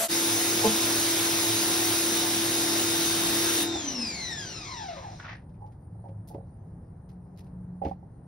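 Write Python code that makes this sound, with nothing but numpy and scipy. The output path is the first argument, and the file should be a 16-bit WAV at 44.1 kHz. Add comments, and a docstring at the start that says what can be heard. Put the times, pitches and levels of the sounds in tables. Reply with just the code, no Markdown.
"""An electric pressure washer on a concrete yard: a brush motor drives a piston pump through a small gear.
Sines locked to one motor speed make hum, pump and gear whine; shaped noise makes whirr and jet hiss.
The jet shuts off, the motor coasts down through the housing's resonances and the pump scrapes to rest.
Far traffic, still air and insects lie beneath, as noise bands; a hollow bonk, hose knocks and shoe scuffs
are short bursts through resonances. The left-right phase changes with frequency."""
import sys
import numpy as np
from scipy import signal
from scipy.fft import rfft, irfft, next_fast_len
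from scipy.io import wavfile
from scipy.ndimage import uniform_filter1d, map_coordinates

SR = 44100
rng = np.random.default_rng(int(sys.argv[2]) if len(sys.argv) > 2 else 0)


def output_pcm(signal):
    """Save a mono or channel-first signal as 16-bit PCM at the path in sys.argv[1].

    Samples are clipped to [-1, 1] before scaling.
    """
    pcm = np.clip(np.atleast_2d(signal).T, -1, 1) * 32767
    wavfile.write(sys.argv[1], SR, np.round(pcm).astype(np.int16))


N = 364707
T = np.arange(N) / SR  # time in seconds

CLOSE_S = 3.63  # the trigger valve shuts
MESH_HZ = 3677  # gear tooth rate at full speed
FLARE_DB = 2  # scale of the uneven flaring of the coasting hum and whine
# Spectrum of the pump's scrape and clunk. Each row: frequency in Hz, relative level in dB per Hz.
SCRAPE_SPECTRUM = [(290, -59.5), (500, -17), (705, -10), (1180, -12.5), (1500, -13), (2000, -15.5),
                   (2600, -16.5), (3000, -20), (5590, -26), (6500, -33), (8450, -73.5), (14300, -120)]


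def amp(db):
    """Gain of a level in dB."""
    return 10 ** (np.asarray(db) / 20)


def unit(x):
    """x at rms 1."""
    return x / np.sqrt(np.mean(x ** 2) + 1e-20)


def along(points, hz):
    """Values at hz, drawn through (Hz, value) points on a log axis."""
    f, v = np.transpose(points)
    return np.interp(np.log(hz + 1), np.log(f + 1), v)


def curves(rows):
    """One value per sample for each column after the time."""
    s, *cols = np.transpose(rows)
    return [np.interp(T, s, c) for c in cols]


def wobble(rate):
    """A smooth random curve, rate knots a second."""
    knots = rng.standard_normal(int(N * rate / SR) + 4)
    return map_coordinates(knots, [T * rate])


def filtered(x, response):
    """x times a complex response of frequency."""
    m = next_fast_len(N + SR // 4)
    return irfft(rfft(x, m) * response(np.fft.rfftfreq(m, 1 / SR)), m)[..., :N]


def body(modes):
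    """Causal response of (Hz, width Hz, dB) resonances with alternating sign."""
    return lambda f: sum((-1) ** k * amp(db) * 1j * f * w / (c * c - f * f + 1j * f * w)
                         for k, (c, w, db) in enumerate(modes))


def rush(spectrum, patchy_db):
    """Two unrelated noises of joint rms 1, sharing patches of random gain in time and frequency."""
    z = signal.stft(rng.standard_normal((2, N)), nperseg=512)[2]
    field = uniform_filter1d(rng.standard_normal(z.shape[1:]), size=6, axis=0)
    field = uniform_filter1d(field, size=10, axis=1)
    pair = signal.istft(z * amp(patchy_db * unit(field)), nperseg=512)[1][:, :N]
    lowest, highest = spectrum[0][0], spectrum[-1][0]
    return unit(filtered(pair, lambda hz: amp(along(spectrum, hz)) * (hz > lowest) * (hz < highest)))


def orders(turns, table, waver_db, rate):
    """Sines on multiples of a rotation, each wavering in level on its own."""
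    return sum(np.sqrt(2) * amp(db + waver_db * wobble(rate))
               * np.sin(2 * np.pi * (round(k) * turns + rng.random())) for k, db in table)


def burst(s, db, rise, t60):
    """Envelope of one contact: a quick exponential rise under a decay of 60 dB per t60."""
    t = np.clip(T - s, 0, 1)
    return amp(db - 60 * t / t60) * (1 - np.exp(-t / rise))


def scattered(x, t60, share=1, lean=0):
    """The direct sound and, for the side, a share scattered by the walls plus its lean to the left."""
    t = T[:SR // 8]
    tail = rng.standard_normal(len(t)) * amp(-60 * t / t60)
    echo = signal.fftconvolve(x, tail / np.linalg.norm(tail))[:N]
    return np.array([x, lean * x + share * echo])


def drive():
    """The pump load holds the motor down; once power is cut, trapped pressure and then friction brake it."""
    cut_s = 3.764
    trapped_hz, trapped_s = 453, .085  # mesh rate lost to the trapped pressure, and its bleeding time
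    drag_hz_per_s, drag_s = 2717, 2.74  # friction's first braking, and its easing time
    surge_s = 0.19  # the pressure surges this long behind the shut valve
    stall = 0.032  # share of full speed around which the motor's sounds die away
    coasting = uniform_filter1d(np.clip(T - cut_s, 0, None), size=SR // 9)  # the drive fades, not snaps
    load = np.exp(-coasting / trapped_s)
    lost_hz = trapped_hz * (1 - load) + drag_hz_per_s * drag_s * (1 - np.exp(-coasting / drag_s))
    speed = np.clip(1 - lost_hz / MESH_HZ, 1e-3, 1)
    turning = 1 / (1 + (stall / speed) ** 4)
    flowing = np.clip(1 - (T - CLOSE_S) / surge_s, 0, 1)
    mesh = np.cumsum(MESH_HZ * speed * (1 + 0.00043 * wobble(12))) / SR  # teeth passed so far
    return speed, load, turning, flowing, mesh


def shaft_hum(speed, load, mesh):
    """The motor shaft hums through a frame that radiates each speed differently."""
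    # What the frame radiates of the shaft hum. Each row: shaft rate in Hz, level in dB.
    frame = [(20, -82), (100, -61), (180, -51.5), (218, -55), (230, -37), (245, -37), (275, -42.5),
             (305, -42.5), (318, -36.5), (334, -33)]
    # Tones of the motor shaft. Each row: multiple of the shaft rate, level in dB over the hum.
    shaft = [(1, 0), (2, -19.5), (3, -23.5)]
    teeth = 11  # on the motor's pinion
    level_db = along(frame, MESH_HZ * speed / teeth) + FLARE_DB * (1 - load) * wobble(30)
    return amp(level_db) * orders(mesh / teeth, shaft, waver_db=0.5, rate=23)


def pump_strokes(speed_db, load, flowing, mesh):
    """The pistons throb on multiples of the pump shaft, with slack once unloaded."""
    # Tones of the pump. Each row: multiple of the pump shaft rate, level in dB over the pump.
    strokes = [(3, -0.5), (6, -2), (7, -3), (8, 4), (10, 3), (12, -2), (13, -1.5), (16, -7), (20, -0.5),
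               (22, -5.5), (24, -2.5), (28, -2.5), (30, -15), (34, -7.5), (38, -3.5), (42, -3.5),
               (104, 0.5), (106, -1), (194, -4), (202, -2.5)]
    wheel = 100  # teeth on the pump's gear wheel
    slack_turns = .012  # scale of the unloaded jitter
    level_db = -53 + 4 * flowing + speed_db  # louder while water flows, sinking dB for dB with speed
    turns = mesh / wheel + slack_turns * (1 - load) * wobble(70)
    return amp(level_db) * orders(turns, strokes, waver_db=3.0, rate=8)


def gear_whine(speed, speed_db, load, turning, flowing, mesh):
    """Meshing teeth whine; jitter within their play smears the pitch, more when unloaded or slow."""
    # The whine over time. Each row: time in seconds, first mesh order in dB over the whine,
    # lean to the left, gain of the second order in dB.
    first = [(0.1, -7, -1, 5), (0.8, -6, -1.4, 5), (1.4, -6.5, -1.3, 4), (1.8, -7, -.9, 1),
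             (2.3, -5, -1.2, 4), (2.7, -4.5, 2.4, 5), (3.6, -4.5, 2.4, 5), (3.75, 1, .4, 5),
             (3.84, -2, .4, 6), (3.92, -6, .3, 3), (3.99, -5, .3, -1), (4.08, -7, .4, 2), (4.13, -2, .4, 3),
             (4.36, -4, .3, 1), (4.45, -8, .4, 0), (4.6, -13, .4, -1), (4.67, -5, .4, 2), (4.73, -5, .3, 0),
             (4.8, -8, .3, -1), (4.92, -5, .2, 3), (4.97, -3, .2, 6), (5.02, -4, .2, 8), (5.07, -22, 0, 11),
             (5.13, -22, 0, 11), (5.19, -22, 0, 6)]
    # Mesh overtones from the second order up. Each row: multiple of the mesh rate, level in dB.
    gear = [(2, -5), (3, -6.5), (4, -4.5), (5, -9.5), (6, -8), (7, -12.5), (8, -9)]
    # The late whine in the side once the water stops. Each row: frequency in Hz, share of the whine.
    coasting_lag = [(600, -.7), (1300, -1.3), (1700, .5), (2600, .5), (3200, 0)]
    flowing_lag = 2  # the same share while water flows
    wall_echo = .55  # share of the coasting whine returned by the walls
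    play = .03 + .065 * (1 - load) + .005 / speed  # scale of the jitter in turns
    teeth = mesh + play * (.8 * wobble(260) + .9 * wobble(80))
    first_db, lean, second_db = curves(first)
    tones = orders(teeth, [(1, 0)], waver_db=2.2, rate=16) * amp(first_db)
    second, higher = (orders(teeth, part, waver_db=2.5, rate=90) for part in (gear[:1], gear[1:]))
    overtones_db = 10.5 - 13 * load + 1.25 * speed_db
    tones = tones + amp(overtones_db) * (amp(second_db) * second + higher)
    level_db = -42 + 2 * load - .08 * speed_db + FLARE_DB * (1 - load) * wobble(45)
    tones = tones * turning * amp(level_db)
    # the small gear case radiates no bass
    whine = filtered(tones, lambda f: 1 / (1 + (560 / (f + 1)) ** 8))
    whine = whine + wall_echo * scattered(whine * (1 - load), t60=.25)[1]
    # a copy a quarter cycle late joins the side only
    parts = np.array([flowing_lag * flowing, 1 - flowing]) * whine
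    late = filtered(parts, lambda f: -1j * np.array([f >= 0, along(coasting_lag, f)])).sum(0)
    return scattered(whine, t60=0.33, share=0.42, lean=lean) + late * [[0], [1]]


def brush_whirr(speed_db, turning, flowing, mesh):
    """Brush and gear noise swells once per tooth; its low growl fades more slowly with speed."""
    growl_hz = 1210
    slowest_db = -18  # speed below which the upper whirr fades no further
    whirr = (1 + 0.35 * np.cos(2 * np.pi * mesh)) * rng.standard_normal((2, N))
    whirr = whirr * turning * amp(-31 - 0.5 * flowing)  # quieter while water flows
    growl = filtered(whirr, lambda f: 1 / (1 + (f / growl_hz) ** 4))
    upper = (whirr - growl) * amp(np.maximum(speed_db, slowest_db))
    return upper + growl * amp(-8.5 + 0.61 * speed_db)


def motor():
    """Every machine sound follows one speed; gear whine and brush whirr ring the plastic housing."""
    # Resonances of the housing. 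Each row: frequency in Hz, width in Hz, gain in dB.
    housing = [(247, 69, 10.5), (341, 55, 17), (567, 110, 5), (709, 43, 13.5), (875, 56, 10.5),
               (1004, 110, 4.5), (1900, 1340, 1.5), (2730, 1360, 1.5), (3758, 590, 3), (4135, 260, 6),
               (5190, 420, 3.5), (5920, 240, 5), (6860, 600, -0.5)]
    case_top_hz = 12000  # the plastic shell damps what lies above
    speed, load, turning, flowing, mesh = drive()
    speed_db = 20 * np.log10(speed)
    low = shaft_hum(speed, load, mesh) + pump_strokes(speed_db, load, flowing, mesh)
    inside = gear_whine(speed, speed_db, load, turning, flowing, mesh)
    inside = inside + brush_whirr(speed_db, turning, flowing, mesh)
    cased = filtered(inside, lambda f: body(housing)(f) / (1 + (f / case_top_hz) ** 6))
    return scattered(turning * low, t60=.06, share=.25, lean=.25) + cased


def jet():
    """The fan of water tears on the concrete as broad noise until the trigger closes."""
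    # Loudness of the jet. Each row: time in seconds, level in dB before the valve shuts it off.
    strength = [(0.15, -26), (0.6, -26), (2.0, -26), (2.45, -27.5), (3.55, -26.5)]
    # Spectrum of the hiss. Each row: frequency in Hz, relative level in dB per Hz.
    hiss = [(60, -33.5), (150, -2.5), (350, -1.5), (700, -2.5), (1200, -2.5), (2200, -2.5), (3500, -0.5),
            (4500, 0), (6000, 1), (7500, 1), (10000, -1), (12500, -5), (14500, -6), (15700, 3)]
    close_db_per_s = 324
    level_db = curves(strength)[0] - close_db_per_s * np.clip(T - CLOSE_S, 0, 1)
    return amp(level_db + 0.071 * wobble(15)) * rush(hiss, patchy_db=1.5)


def engine_drone(hz, width):
    """A fuzzy engine tone: noise in a narrow bell of frequencies, at rms 1."""
    noise = rng.standard_normal((2, N))
    return unit(filtered(noise, lambda f: np.exp(-((f - hz) / width) ** 2)))


def traffic():
    """Far traffic: a wide low rumble with two engine drones in it."""
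    # Loudness over time. Each row: time in seconds, rumble, low drone and high drone level in dB.
    levels = [(0, -50.5, -52.5, -67.5), (2.6, -49, -51.5, -64), (3.2, -48.5, -79, -54.5),
              (4.4, -50, -55.5, -59), (5.3, -46.5, -50, -63), (6.3, -43.5, -47, -57.5),
              (6.95, -46.5, -48, -55), (7.25, -45, -65, -45.5), (8.27, -44.5, -67, -45)]
    # Spectrum of the rumble. Each row: frequency in Hz, relative level in dB per Hz.
    rumble = [(15, -71), (30, -18), (45, -12), (98, -6), (147, -7.5), (177, -7.5), (209, -17), (270, -20),
              (385, -25), (499, -27.5), (632, -29.5), (839, -28.5), (1110, -39), (1900, -49), (2300, -58),
              (7000, -82.5), (9100, -112), (15400, -120)]
    rumble_db, low_db, high_db = curves(levels)
    engines = amp(low_db) * engine_drone(hz=104.8, width=4)
    engines = engines + amp(high_db) * engine_drone(hz=179.8, width=2.2)
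    return amp(rumble_db + 1.5 * wobble(3.05)) * rush(rumble, patchy_db=0.5) + engines


def still_air():
    """A very faint steady hush of treble noise."""
    # Spectrum of the hush. Each row: frequency in Hz, relative level in dB per Hz.
    air = [(2500, -23), (4000, 1), (8000, -1), (10500, -5.5), (13000, -3.5), (15700, -13.5)]
    return amp(-87.5) * rush(air, patchy_db=3.5)


def insects():
    """Insects chirr as a narrow, flickering band of high noise."""
    # Spectrum of the chirr. Each row: frequency in Hz, relative level in dB per Hz.
    chirr = [(8200, -32.5), (8600, -15), (9200, -3), (9400, -2), (9600, -15), (9800, -33.5)]
    return amp(-79.5 + 2.5 * wobble(30)) * rush(chirr, patchy_db=2.5)


def bonk():
    """The gun's hollow modes swell one by one, the lowest last; each is a sine with jittered phase."""
    # Modes of the gun. Each row: frequency in Hz, level in dB, time to fall 60 dB in seconds,
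    # start in seconds, rise time in seconds.
    gun = [(75, -30, .15, .66, .01), (214, -12, .23, .646, .025), (443, -6, .14, .642, .02),
           (600, -19, .1, .642, .01), (688, -19, .15, .643, .015), (860, -4, .13, .634, .05),
           (1037, -18, .11, .646, .015)]
    ring = sum(burst(s, db, rise, t60) * np.sin(2 * np.pi * (hz * T + 0.097 * wobble(110)))
               for hz, db, t60, s, rise in gun)
    return scattered(ring, t60=.04, share=.4)


def hose():
    """Each bump is a blow and a short rattle, ringing four groups of modes of the hollow hose."""
    # Bumps of the hose. Each row: time in seconds, blow on the upper modes in dB, then the blow on the
    # top, middle and low modes in dB over that.
    knocks = [(3.752, -11, 1, -1, 0), (5.604, -36, 19, -7, -6), (5.619, -27.5, 15, -8, -3.5),
              (5.64, -31, 17, -5, -6), (5.657, -31.5, 12, -5, -3.5), (5.68, -31, 13, -3, -5),
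              (5.705, -37, 6, -7, -3), (5.949, -29, -2, -4, -1), (5.99, -29.5, 7, 1, 2),
              (6.039, -20.5, 3, -3, -8.5), (6.053, -22, 3, -1, -3.5), (6.069, -24, -1, 4, -2.5),
              (6.091, -26, 1, 9, -0.5), (6.113, -24.5, 2, 1, -8), (6.301, -20, 2, -4, -7.5),
              (6.31, -20, -4, -6, -8.5), (6.334, -23, 2, 3, 0), (6.346, -16, 5, 12, 5),
              (6.358, -21.5, 5, 10, 2.5), (6.38, -24, -2, 11, 3), (6.402, -27, -6, 6, 1),
              (6.43, -35, -1, 15, 0), (7.816, 0, -5, -6, -19), (7.836, -3, -6, 0.5, -17),
              (7.851, -0.5, 0, 0, -6), (7.864, -5.5, -11, 0, 4.5), (7.884, -15.5, 2, 5, 8),
              (7.911, -4.5, -9, -15, -8), (8.026, -26, 4, 1, 0.5)]
    # Upper, top, middle and low group of modes. Each row in a group: frequency in Hz, width in Hz,
    # gain in dB.
    tube = [
        [(723, 36, 0), (777, 43, 1.5)],
        [(853, 34, 0.5), (930, 22, -7)],
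        [(460, 27, -5), (548, 29, 2)],
        [(76.5, 11, 0.5), (186, 37, -5), (286, 87, -5.5)],
    ]
    rattle_share, rattle_t60 = .4, 0.047  # the latter in seconds
    hose_top_hz = 1150  # the rubber dulls what lies above

    def ring(modes):
        """Response of one group behind the rubber's steep treble loss."""
        return lambda f: (sum(body([mode])(f) for mode in modes)
                          / (1 - (f / hose_top_hz) ** 2 + 1j * f / hose_top_hz) ** 3)

    force = np.zeros((4, N))
    grit = rng.standard_normal(N)
    for s, blow_db, *over_db in knocks:
        blow = burst(s, blow_db, 0.00049, .006)
        rattle = rattle_share * burst(s, blow_db, 0.0014, rattle_t60) * grit
        # top and middle groups swing against upper and low
        force += amp([0, *over_db])[:, None] * [[1], [-1], [-1], [1]] * (blow + rattle)
    sound = sum(filtered(push, ring(modes)) for push, modes in zip(force, tube))
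    return scattered(sound, t60=0.035, share=0.62, lean=-.3)


def clunk():
    """The pistons catch: one burst of scrape noise, partly through two resonances."""
    # Resonances of the catch. Each row: frequency in Hz, width in Hz, gain in dB.
    clunk_ring = [(1500, 400, 2), (2300, 400, 1)]
    hit = burst(5.197, -36.5, rise=0.0012, t60=.07) * rush(SCRAPE_SPECTRUM, patchy_db=1)
    return 0.56 * hit + filtered(hit, body(clunk_ring))


def scrape():
    """The pump drags to rest in uneven slips of noise whose resonance climbs."""
    # Strength of the drag. Each row: time in seconds, level in dB ahead of the resonance.
    drag = [(5.215, -55), (5.245, -46), (5.325, -43.5), (5.36, -53.5), (5.44, -75.5)]
    # The resonance climbs from the first row to the second. Each row: frequency in Hz, width in Hz,
    # gain in dB.
    squeak = [(1450, 300, 5), (1830, 300, 5.5)]
    level_db = curves([(5.15, -99)] + drag + [(5.52, -99)])[0]
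    slips = amp(level_db + 1.8 * wobble(260)) * rush(SCRAPE_SPECTRUM, patchy_db=-0.5)
    climb = np.interp(T, [5.26, 5.3], [0, 1])
    low, high = (filtered(slips, body([mode])) for mode in squeak)
    return 0.7 * slips + (1 - climb) * low + climb * high


def shoes():
    """Shoes scuff on grit, which crunches in uneven grains of noise, each scuff with its own colour."""
    # Scuffs. Each row: time in seconds, level in dB ahead of the bands, tilt in dB per band from
    # bright to dull.
    scuffs = [(5.488, -71, 2), (5.539, -78.5, 13), (5.61, -74, -2.5), (5.66, -66, 0), (5.719, -68, 4),
              (6.05, -74.5, 4.5), (6.082, -71.5, 9), (6.273, -56.5, -14), (6.284, -62.5, -9.5),
              (6.312, -66, -1.5), (6.339, -65, 7.5), (7.088, -61, -0.5), (7.11, -73, -1.5),
              (7.36, -69.5, -1), (7.374, -54, -1), (7.391, -59, -2), (7.436, -69, -2.5),
              (7.465, -71.5, 4.5), (7.817, -72, 15), (7.832, -65, 7), (7.847, -53, 14), (7.862, -62, 1.5),
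              (7.875, -62, 1.5), (7.906, -66.5, 7)]
    # Bright, middle and dull crunch, each band passed twice. Each row: frequency in Hz, width in Hz,
    # gain in dB per pass.
    crunch = [(10900, 11000, -4), (4500, 3500, 0.5), (2100, 1600, 1)]
    force = sum(amp([[-tilt_db], [0], [tilt_db]]) * burst(s, db, rise=0.002, t60=0.14)
                for s, db, tilt_db in scuffs)
    grains = rng.standard_normal((3, 2, N)) * amp(3.2 * wobble(500))
    return sum(filtered(push * grain, lambda f: body([band])(f) ** 2)
               for push, grain, band in zip(force, grains, crunch))


def scene():
    """Direct and scattered sound mix into left and right; the machine stands a little to the left."""
    # Likeness of the two sides. Each row: frequency in Hz, left-right likeness (1 is identical).
    alike = [(60, 1), (170, 1), (350, 0.88), (520, 0.57), (800, 0.39), (1400, 0.4), (2000, 0.46),
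             (2500, 0.49), (3500, 0.21), (4500, 0.32), (5000, .94), (5500, 0.55), (6300, 0.27), (7000, 1),
             (8200, 1), (9100, 0.39), (9800, 0.98), (10400, 0.89), (11700, 0.65), (12500, .6),
             (13200, 0.92), (15000, 1), (15600, .7)]
    pair = motor() + jet() + traffic() + still_air() + insects()
    pair = pair + bonk() + hose() + clunk() + scrape() + shoes()
    turn = lambda hz: np.arccos(np.clip(along(alike, hz), -1, 1)) / 2
    mid, side = filtered(pair, lambda hz: np.array([np.cos(turn(hz)), np.sin(turn(hz))]))
    # (Hz, dB added on the left and taken off the right), none from 4500 Hz up
    left_db = [(150, 0.071), (350, 0.35), (1500, 0.48), (2000, 0.5), (3000, 0.52), (4500, 0)]
    lean = lambda hz: amp(along(left_db, hz) * (hz < 4500) * [[1], [-1]])
    return filtered(np.array([mid + side, mid - side]), lean)


def record(dry):
    """Left-right phase shifts with frequency; a double-speed instant fades, then normal speed fades in."""
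    # Left-right phase, changing with frequency. Each row: frequency in Hz, half turns by which the
    # right channel lags.
    phase = [(0, .0), (450, .0), (780, .28), (1120, .05), (1460, .15), (1900, .0), (2900, .25), (4000, .3),
             (5100, .01), (5500, .1), (6000, .45), (6600, .72), (6950, 1), (8250, 1), (9100, 1.4),
             (9700, 1.66), (10350, 2), (11750, 2), (12700, 2.55), (13150, 2 + 1), (15050, 2 + 1),
             (15500, 3.25)]
    top_hz = 15770  # nothing passes above
    f, half_turns = np.transpose(phase)
    # half of the lag advances the left, half delays the right
    x = filtered(dry, lambda hz: np.exp(.5j * np.pi * np.interp(hz, f, half_turns) * [[1], [-1]]))
    # every other sample, from one second in
    fast = filtered(x, lambda hz: hz < SR / 4)[:, SR::2]
    fast = np.pad(fast, ((0, 0), (0, N - fast.shape[1])))
    opening = fast * amp(0.5) * np.interp(T, [.048, .083], [1, 0])
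    x = opening + x * np.interp(T, [.08, .118], [0, 1])
    return filtered(x, lambda hz: hz < top_hz)


dry = scene()
out = record(dry)
output_pcm(out)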